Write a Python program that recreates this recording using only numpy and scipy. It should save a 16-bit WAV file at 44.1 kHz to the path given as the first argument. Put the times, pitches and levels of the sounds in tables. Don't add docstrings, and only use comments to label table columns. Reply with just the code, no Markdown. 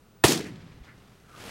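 import sys
import numpy as np
from scipy import signal
from scipy.fft import rfft, irfft, next_fast_len
from scipy.io import wavfile
from scipy.ndimage import uniform_filter1d, map_coordinates

SR = 44100
rng = np.random.default_rng(int(sys.argv[2]) if len(sys.argv) > 2 else 0)


def transcribe(signal):
    frames = np.atleast_2d(signal).T
    limited = np.clip(frames, -1, 1)
    pcm = np.round(limited * 32767).astype(np.int16)
    wavfile.write(sys.argv[1], SR, pcm)


N = 66150


def amp(db):
    return 10 ** (np.asarray(db) / 20)


def unit(x):
    return x / np.sqrt(np.mean(x ** 2) + 1e-20)


def clock():
    return np.arange(N) / SR


def along(points, hz):
    f, value = np.transpose(points)
    return np.interp(np.log(hz + 1), np.log(f + 1), value)


def level(points):
    return amp(np.interp(clock(), *np.transpose(points)))


def filtered(x, response):
    size = next_fast_len(N + SR // 4)
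    gain = response(np.fft.rfftfreq(size, 1 / SR))
    return irfft(rfft(x, size) * gain, size)[:N]


def noise(spectrum):
    return unit(filtered(rng.standard_normal(N), lambda hz: amp(along(spectrum, hz))))


def band(centre_hz, octaves):
    def bell(hz):
        distance = np.log2((hz + 1) / centre_hz) / octaves
        return np.exp(-.5 * distance ** 2)
    return unit(filtered(rng.standard_normal(N), bell))


def flutter(rate, depth_db):
    knots = rng.standard_normal(N)
    return amp(depth_db * map_coordinates(knots, [clock() * rate], order=3))


def envelope(start, rise, hold, t60):
    age = clock() - start
    decay_age = np.maximum(age - rise - hold, 0)
    return np.clip(age / rise, 0, 1) * amp(-60 * decay_age / t60)


def fading(x, start, rise, hold, t60s):
    out = np.zeros(N)
    for centre in 20 * 2. ** np.arange(11):
        octave = filtered(x, lambda hz: np.maximum(1 - abs(np.log2((hz + 1) / centre)), 0))
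        out += octave * envelope(start, rise, hold, along(t60s, centre))
    return out


def burst(start, db, centre_hz, octaves, rise, t60):
    return amp(db) * band(centre_hz, octaves) * envelope(start, rise, 0, t60)


# f/Hz, relative level/dB per Hz
AIR_SPECTRUM = [(25, -2.5), (100, 0.5), (220, -2), (310, -11.5), (410, -5), (600, -13.5), (900, -15.5),
                (1500, -21.5), (5000, -27.5), (15500, -33)]
AIR_DB = -58


def air():
    return amp(AIR_DB) * noise(AIR_SPECTRUM)


# t/s, level/dB before the trim TICK_DB
TICKS = [(0.5575, -40), (.62, -48), (0.851, -52), (.878, -51), (0.978, -50.5), (1.025, -56), (1.1998, -52),
         (1.3289, -55), (1.3604, -43)]
TICK_DB, TICK_HZ, TICK_T60_S = -9.5, 3460, 0.023
# f/Hz, relative level/dB per Hz
CLOTH_SPECTRUM = [(25, -14.5), (70, -0.5), (140, -2), (330, -2.5), (800, -8), (1300, -9), (2700, -10.5),
                  (6000, -17.5), (10000, -22), (15500, -30.5)]
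# t/s, level/dB
RUSTLE_LEVEL = [(.9, -70.5), (1.05, -64.5), (1.27, -63), (1.35, -53.5), (1.41, -45), (1.5, -42)]
# t/s, level/dB
SCUFF_LEVEL = [(1.22, -74), (1.29, -63.5), (1.31, -55.5), (1.36, -59), (1.41, -56), (1.47, -70)]
SCUFF_HZ, SCUFF_OCTAVES = 1300, 0.21


def handling():
    ticks = np.zeros(N)
    for start, db in TICKS:
        ticks += burst(start, db + TICK_DB, TICK_HZ, octaves=0.79, rise=.001, t60=TICK_T60_S)
    rustle = level(RUSTLE_LEVEL) * noise(CLOTH_SPECTRUM) * flutter(rate=250, depth_db=1.83)
    scuff = level(SCUFF_LEVEL) * band(SCUFF_HZ, SCUFF_OCTAVES) * flutter(rate=68, depth_db=2.0)
    return ticks + rustle + scuff


# f/Hz, relative level/dB per Hz
ROLL_SPECTRUM = [(25, -40), (70, -23), (110, -12), (170, -0.5), (250, -1.5), (380, 2), (520, -8.5),
                 (750, -12), (1200, -51), (4000, -77)]
# f/Hz, t60/s
ROLL_T60 = [(60, 0.76), (150, 0.87), (250, 0.6), (400, 0.41), (800, 0.33)]
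ROLL_DB, ROLL_START_S, ROLL_RISE_S, ROLL_HOLD_S = -20.5, 0.2698, 0.021, 0.033
# f/Hz, relative level/dB per Hz
LAND_SPECTRUM = [(30, -10), (60, -3.5), (130, 4.5), (300, -8), (600, -16.5), (2000, -18), (5000, -27),
                 (9000, -40), (16000, -73)]
LAND_DB, LAND_RISE_S, LAND_T60_S = -42, .15, 2.4
# t/s, level/dB, centre f/Hz, width/octaves, rise/s, t60/s
ECHOES = [(0.279, -22, 6000, 0.38, 0.0024, 0.034), (.392, -38, 2070, 0.44, 0.013, .15),
          (0.439, -40, 1960, 0.42, 0.026, 0.17), (.43, -52, 6000, .7, .04, 0.18),
          (.5, -41.5, 164, 0.12, 0.026, 0.34), (.735, -45, 100, 0.99, 0.015, 0.16),
          (.8, -41, 55, 0.67, 0.015, 0.091), (.828, -52.5, 1460, 1.15, .02, 0.19),
          (0.864, -50.5, 1570, 0.46, 0.029, 0.2)]


def terrain():
    roll = amp(ROLL_DB) * fading(noise(ROLL_SPECTRUM), ROLL_START_S, ROLL_RISE_S, ROLL_HOLD_S, ROLL_T60)
    tail = amp(LAND_DB) * noise(LAND_SPECTRUM) * flutter(rate=40, depth_db=1.53)
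    tail *= envelope(ROLL_START_S, LAND_RISE_S, 0, LAND_T60_S)
    echoes = sum(burst(*echo) for echo in ECHOES)
    return roll + tail + echoes


# f/Hz, relative level/dB per Hz
BRUSH_SPECTRUM = [(400, -9), (700, -0.5), (1100, -5), (2300, -5), (4700, -2.5), (7000, -5), (10000, -10.5),
                  (15500, -19)]
# f/Hz, t60/s
BRUSH_T60 = [(500, 0.35), (2000, 0.34), (5000, .29), (9000, .26), (15000, .22)]
BRUSH_DB, BRUSH_START_S, BRUSH_RISE_S, BRUSH_HOLD_S = -19, .25, 0.034, 0.029
BRUSH_LOW_HZ = 449


def brush():
    hiss = filtered(noise(BRUSH_SPECTRUM), lambda hz: hz ** 2 / (hz ** 2 + BRUSH_LOW_HZ ** 2))
    hiss = unit(hiss) * flutter(rate=220, depth_db=2.0)
    return amp(BRUSH_DB) * fading(hiss, BRUSH_START_S, BRUSH_RISE_S, BRUSH_HOLD_S, BRUSH_T60)


SHOT_S = .2378
# f/Hz, peak level/dB
BOOM_TONES = [(68, -26), (138, -14), (345, -8), (440, -10.5), (680, -14), (937, -13.5), (1330, -12.5),
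              (1800, -16), (2600, -15)]
BOOM_PEAK_S, BOOM_REF_HZ, BOOM_LAG, BOOM_SHARPNESS = 0.0077, 330, 0.53, 4.1
# f/Hz, relative level/dB per Hz
CRACK_SPECTRUM = [(40, -13), (150, -0.5), (900, 2.5), (1500, -4.5), (3000, -2), (5000, -7.5), (9500, -8),
                  (16000, -21)]
CRACK_DB, CRACK_RISE_S, CRACK_HOLD_S, CRACK_T60_S = -12.5, 0.0021, 0.0079, 0.13


def muzzle():
    age = np.maximum(clock() - SHOT_S, 0)
    boom = np.zeros(N)
    for hz, db in BOOM_TONES:
        peak_s = BOOM_PEAK_S * (BOOM_REF_HZ / hz) ** BOOM_LAG
        progress = age / peak_s
        swell = (progress * np.exp(1 - progress)) ** BOOM_SHARPNESS
        boom += amp(db) * swell * np.sin(2 * np.pi * hz * age)
    crack = amp(CRACK_DB) * noise(CRACK_SPECTRUM)
    crack *= envelope(SHOT_S, CRACK_RISE_S, CRACK_HOLD_S, CRACK_T60_S)
    return boom + crack


def scene():
    return (air() + handling() + terrain() + brush() + muzzle())[None]


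DUCK_ABOVE_DB, DUCK_SHARE = -25.5, 0.29
DUCK_RECOVER_DB_PER_S, DUCK_ATTACK_S = 7.5, 0.038
CLIP_LEVEL, CLIP_HARDNESS = .6, 4.7
TOP_HZ = 15800


def record(dry):
    x = dry[0]
    level_db = 10 * np.log10(abs(uniform_filter1d(x ** 2, size=128)) + 1e-12)
    wanted_db = DUCK_SHARE * np.maximum(level_db - DUCK_ABOVE_DB, 0)
    recovered_db = DUCK_RECOVER_DB_PER_S * clock()
    duck_db = np.maximum.accumulate(wanted_db + recovered_db) - recovered_db
    step = 1 / (DUCK_ATTACK_S * SR)
    ducked = x * amp(-signal.lfilter([step], [1, step - 1], duck_db))
    overload = abs(ducked / CLIP_LEVEL) ** CLIP_HARDNESS
    clipped = ducked / (1 + overload) ** (1 / CLIP_HARDNESS)
    return filtered(clipped, lambda hz: hz < TOP_HZ)[None]


dry = scene()
out = record(dry)
transcribe(out)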